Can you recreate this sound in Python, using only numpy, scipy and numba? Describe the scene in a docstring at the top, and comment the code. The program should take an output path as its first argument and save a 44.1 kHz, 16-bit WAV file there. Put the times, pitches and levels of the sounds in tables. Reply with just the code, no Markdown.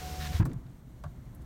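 """Inside a parked car, heard by a phone, a power window closes. The motor hums at shaft speed, its hum surging
briefly under load near 0.34 s, whines at ten commutator bars a turn and hisses at its brushes, while the glass
scrapes its seals in filtered, grainy noise. The glass hits the frame: the door booms and shudders in short low
sines, and a noise rattle follows. Switch and trim click in noise bursts and ringing tones over the filtered-
noise rumble of the car park. The phone's gain control turns the sound down on the thump."""
import sys
import numpy as np
from scipy import signal
from scipy.fft import rfft, irfft
from scipy.io import wavfile
from scipy.ndimage import uniform_filter1d
from numba import njit

SR = 44100
rng = np.random.default_rng(int(sys.argv[2]) if len(sys.argv) > 2 else 0)


def natural_amplitude(level_db):
    """Convert a level in decibels to a linear amplitude factor, elementwise."""
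    exponent = np.asarray(level_db, float) / 20
    return 10 ** exponent


def int16_out(signal):
    """Quantize to a 16-bit WAV file."""
    q = np.round(np.clip(np.atleast_2d(signal).T, -1, 1) * 32767)
    wavfile.write(sys.argv[1], SR, q.astype(np.int16))


N = 63945
T = np.arange(N) / SR


def level(x, db):
    """Scale a sound to an rms level in dB."""
    return x * natural_amplitude(db) / np.sqrt(np.mean(x ** 2))


def colour(x, table):
    """Filter a sound by (Hz, dB) points, joined along a logarithmic pitch scale."""
    hz, db = np.array(table, float).T
    f = np.arange(len(x) // 2 + 1) * SR / len(x) + 1  # the 1 Hz added avoids log(0)
    gain_db = np.interp(np.log(f), np.log(hz), db, -120, -120)
    return irfft(rfft(x) * natural_amplitude(gain_db), len(x))


def noise():
    """White noise for the whole scene."""
    return rng.standard_normal(N)


def walk(rate):
    """Slow random drift with a spread of 1; a higher rate in Hz drifts faster."""
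    k = int(SR / rate)
    drift = uniform_filter1d(uniform_filter1d(noise(), k), k)
    return drift / drift.std()


def band(x, hz, width):
    """Pass a sound twice through a resonance of the given centre and width in Hz."""
    b, a = signal.iirpeak(min(hz, .45 * SR), hz / min(width, .4 * SR), SR)
    return signal.lfilter(b, a, signal.lfilter(b, a, x))


def ring(x, modes, t60):
    """Sum of decaying tones struck by x, neighbours in opposite phase; t60 is the time to fall 60 dB."""
    out = 0
    for k, (hz, db) in enumerate(modes):
        pole = np.exp(2j * np.pi * hz / SR - np.log(1000) / (t60 * SR))
        tone = signal.lfilter([1], [1, -pole], x).imag
        out = out + (-1) ** k * natural_amplitude(db) * tone
    return out


def gate(start, length, attack, release):
    """Straight rise, hold until start + length, then exponential release; all in seconds."""
    rise = np.clip((T - start) / attack, 0, 1)
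    return rise * np.exp(-np.clip(T - start - length, 0, None) / release)


def microphone_hiss():
    """Microphone hiss: faint filtered noise whose strength drifts before levelling."""
    # spectrum of the hiss: pitch_hz, relative level_db (per Hz)
    hiss_colour = [(1290, -41), (2200, -6), (3440, -4.5), (4270, -6), (5000, -10.5), (5960, -6.5),
                   (9720, -9), (10600, -16), (11800, -8.5), (16000, -10)]
    return level(colour(noise() * natural_amplitude(0.8 * walk(33)), hiss_colour), -72)


def car_park():
    """Distant rumble through the closed car: mostly low noise, swelling a little."""
    # spectrum of the rumble: pitch_hz, relative level_db (per Hz)
    floor_colour = [(12, -34), (20, -8.5), (64, 2), (86, -11), (125, -2.5), (204, -14), (263, -13),
                    (430, -26), (625, -27.5), (746, -29.5), (2200, -40.5), (2860, -63), (4840, -120)]
    swell_db = -1 * walk(8)
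    return level(colour(noise() * natural_amplitude(swell_db), floor_colour), -46)


def cracks():
    """Switch and trim clicks: bands of noise that start sharply and die away."""
    # clicks: start_s, level_db, centre_hz, width_hz, t60_s (time to fall 60 dB)
    click_table = [(0.404, -58, 13000, 8000, 0.067), (.4532, -50, 14600, 9000, 0.055),
                   (0.4525, -48, 6500, 9100, 0.062), (0.455, -41, 1090, 740, 0.046),
                   (.494, -65, 2960, 6000, 0.061), (.515, -56.5, 2100, 2500, .025),
                   (0.5321, -57, 6500, 11000, 0.02), (0.6646, -66.5, 2700, 3000, .05),
                   (1.0375, -57.5, 4830, 11800, 0.035), (1.038, -56.5, 1600, 3500, 0.083),
                   (1.2533, -71.5, 7140, 7000, 0.026), (1.3479, -57, 11500, 5900, 0.024),
                   (1.3546, -66, 11000, 4000, 0.042), (1.418, -67.5, 7260, 7040, 0.051)]
    rise_s, hold_s = .0005, .002
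    out = 0
    for start, db, hz, width, t60 in click_table:
        burst = level(band(noise(), hz, width), db)
        out = out + burst * gate(start, hold_s, rise_s, t60 / np.log(1000))
    return out


def trim_knocks():
    """Brief rough pushes, with bounces, set the resonances of the trim panel ringing."""
    # knocks on the panel: start_s, level_db, contact_s
    knocks = [(0.4547, -43.5, 0.00032), (1.0382, -41.5, 0.00057), (1.0415, -46.5, 0.00058),
              (1.0485, -47, 0.0006), (1.061, -56, 0.00025)]
    # panel resonances: pitch_hz, relative level_db
    trim_modes = [(600, 2), (705, 4.5), (815, -1), (910, -2.5), (1100, 9.5), (1180, 2.5), (1355, 5),
                  (1495, -1), (1580, 2), (1705, -1), (4430, -20)]
    push = 0
    for start, db, contact in knocks:
        half_sine = np.sin(np.pi * np.clip((T - start) / contact, 0, 1))
        push = push + natural_amplitude(db) * half_sine / (contact * SR)  # same total push however long the contact
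    rough_push = push * (1 + .5 * noise())
    return ring(rough_push, trim_modes, t60=.055)


def scrape():
    """Glass rubbing on the rubber seal: noise made grainy by fast random changes of strength."""
    # scrapes: start_s, length_s, level_db
    scrapes = [(0.193, 0.081, -44.5), (0.322, 0.057, -47)]
    # spectrum of the rubbing: pitch_hz, relative level_db (per Hz)
    scrape_colour = [(530, -29), (900, -30), (1030, -4.5), (1460, -6), (1900, 0.5), (2570, -9), (3860, -2),
                     (4460, -8.5), (5610, -9.5), (7490, -18.5), (10600, -19), (15100, -18), (16000, -25)]
    attack_s, release_s, grain_db = 0.014, 0.0057, 1.8
    rub = level(colour(noise() * natural_amplitude(grain_db * walk(290)), scrape_colour), 0)
    shape = sum(natural_amplitude(db) * gate(start, length, attack_s, release_s) for start, length, db in scrapes)
    return rub * shape


def low_thuds():
    """Low thuds: each is a short, rough low sine that dies away. 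Most are the door shuddering; the one near
    0.34 s is the motor's hum surging under load."""
    # thuds: start_s, level_db, pitch_hz, driven_s, t60_s (time to fall 60 dB)
    thud_table = [(.29, -42, 168, 0.041, .06), (0.342, -23.5, 75.7, 0.017, 0.12),
                  (0.3973, -14.5, 103.6, .024, 0.023), (.399, -26.5, 165.8, 0.029, 0.08),
                  (.4, -35, 216, 0.019, 0.06), (0.404, -31, 323, 0.0182, 0.02),
                  (.42, -23, 52, 0.017, 0.089), (0.431, -27.5, 136.3, 0.058, 0.02),
                  (.465, -32.5, 170, 0.0099, 0.027), (.455, -35, 255.3, 0.0145, 0.075),
                  (0.479, -44, 344, 0.021, 0.092), (0.503, -38.5, 255.7, 0.023, 0.023),
                  (0.528, -36, 182.3, .02, 0.082), (0.551, -34, 123.7, 0.0259, 0.027),
                  (1.046, -36, 87.6, 0.026, 0.11), (1.055, -37, 151.5, 0.016, 0.076),
                  (1.252, -44, 57.5, .03, 0.06)]
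    rise_cycles, roughness = .35, .15
    out = 0
    for start, db, hz, driven, t60 in thud_table:
        shake = -natural_amplitude(db) * np.sin(2 * np.pi * hz * (T - start))  # first swing is downward
        shape = gate(start, driven, rise_cycles / hz, t60 / np.log(1000))
        out = out + shake * shape * (1 + roughness * walk(107))
    return out


def door_landing():
    """As the glass lands, the door rumbles loosely and the glass rattles: two bands of noise."""
    landing_s, rattle_length_s = .396, .036
    rumble = level(band(noise(), hz=222, width=232), -43.5)
    rumble = rumble * gate(landing_s, 0.087, 0.002, 0.053)
    rattle = level(band(noise() * natural_amplitude(2.1 * walk(200)), hz=935, width=1020), -42)
    burst = gate(landing_s, rattle_length_s, 0.0071, 0.0013)
    tail = natural_amplitude(-16) * gate(landing_s, rattle_length_s, 0.0016, 0.12)
    return rattle * (burst + tail) + rumble


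def motor():
    """Hum at the shaft speed, whine as commutator bars pass, and brush hiss pulsed by the bars, until the stall."""
    # motor course: time_s, whine_hz, whine_level_db, hum_level_db (before small random drifts)
    motor_course = [(0, 735, -53, -52), (.04, 738.6, -45, -44), (.095, 736, -47.5, -48),
                    (0.131, 739, -47.5, -38), (.165, 738.6, -46.5, -47), (.205, 737.3, -46.5, -38),
                    (.28, 731.7, -48.5, -43), (0.312, 736.5, -46, -36.5), (0.347, 741, -53, -50),
                    (0.357, 728, -49.5, -61), (.372, 700, -52, -54), (.39, 645, -75, -45)]
    # hum tones: multiple of shaft speed, level_db against the hum
    hum_orders = [(1, 1), (2, -6.5), (3, -15.5)]
    # spectrum of the brush and gear hiss: pitch_hz, relative level_db (per Hz)
    brush_colour = [(150, 1.5), (250, -12), (493, -9.5), (662, -15), (735, -17), (802, -16.5),
                    (1380, -16.5), (3060, -18), (3340, -18.5), (4490, -18), (4900, -18.5), (5730, -18),
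                    (10400, -28.5), (14700, -25), (16000, -31)]
    bars = 10  # commutator bars a turn
    time_s, whine_hz, whine_db, hum_db = np.array(motor_course).T

    bar_hz = np.interp(T, time_s, whine_hz) * (1 + .0012 * walk(40))
    turn = 2 * np.pi * np.cumsum(bar_hz) / SR / bars  # shaft angle in radians

    hum = 0
    for order, db in hum_orders:
        tone = np.sin(round(order) * turn + rng.uniform(0, 2 * np.pi))
        hum = hum + natural_amplitude(db + 1.2 * walk(20)) * tone
    hum = hum * natural_amplitude(np.interp(T, time_s, hum_db))

    whine = np.sin(bars * turn) + natural_amplitude(-21) * np.sin(2 * bars * turn)  # with a faint octave
    whine = whine * natural_amplitude(np.interp(T, time_s, whine_db) + 0.31 * walk(25))
    tones = np.sqrt(2) * (hum + whine)  # makes the levels rms

    bar_pulse = 1 + 0.23 * np.sin(bars * turn)
    hiss = level(colour(noise() * bar_pulse, brush_colour), -46.5)
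    hiss = hiss * natural_amplitude(.7 * walk(5.3))

    # both gates are fully open from the first sample
    stall_s, brush_end_s = .39, .393
    tones = tones * gate(-1, 1 + stall_s, 1, .006)
    return tones + hiss * gate(-1, 1 + brush_end_s, 1, .011)


def cabin(near):
    """Faint echo of the small, padded cabin: the sound smeared by a dying noise tail."""
    t60_s, echo_db = 0.39, -24
    t = T[:SR // 2]
    tail = band(rng.standard_normal(len(t)), 600, 5200) * np.exp(-np.log(1000) * t / t60_s)
    tail = tail / np.sqrt(np.sum(tail ** 2))
    return natural_amplitude(echo_db) * signal.fftconvolve(near, tail)[:N]


def scene():
    """Scrapes, door and clicks with their cabin echo, plus the motor, car park and hiss without it."""
    near = cracks() + trim_knocks() + scrape() + low_thuds() + door_landing()
    mix = microphone_hiss() + car_park() + near + cabin(near) + motor()
    return mix[None]  # one channel


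@njit
def follow(x, up, down):
    """Follow the strength of a sound, moving by the fraction up or down at each sample."""
    e, out = 1e-9, np.empty(len(x))
    for i in range(len(x)):
        e += (abs(x[i]) - e) * (up if abs(x[i]) > e else down)
        out[i] = e
    return out


def gain_control(x):
    """The phone turns down moments whose followed strength passes a threshold."""
    threshold_db, ratio, attack_s, release_s = -21, 2.4, 0.0047, 0.09
    strength = follow(x, 1 / (attack_s * SR), 1 / (release_s * SR))
    gain = np.minimum(1, natural_amplitude(threshold_db) / strength) ** (1 - 1 / ratio)
    return x * gain


def roll_off(x):
    """The treble ends steeply here."""
    return signal.sosfilt(signal.butter(12, 16450, fs=SR, output="sos"), x)


def record(dry):
    """The phone's gain control shapes the scene into the finished mix."""
    mix = gain_control(dry[0])
    return roll_off(mix)


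dry = scene()
out = record(dry)
int16_out(out)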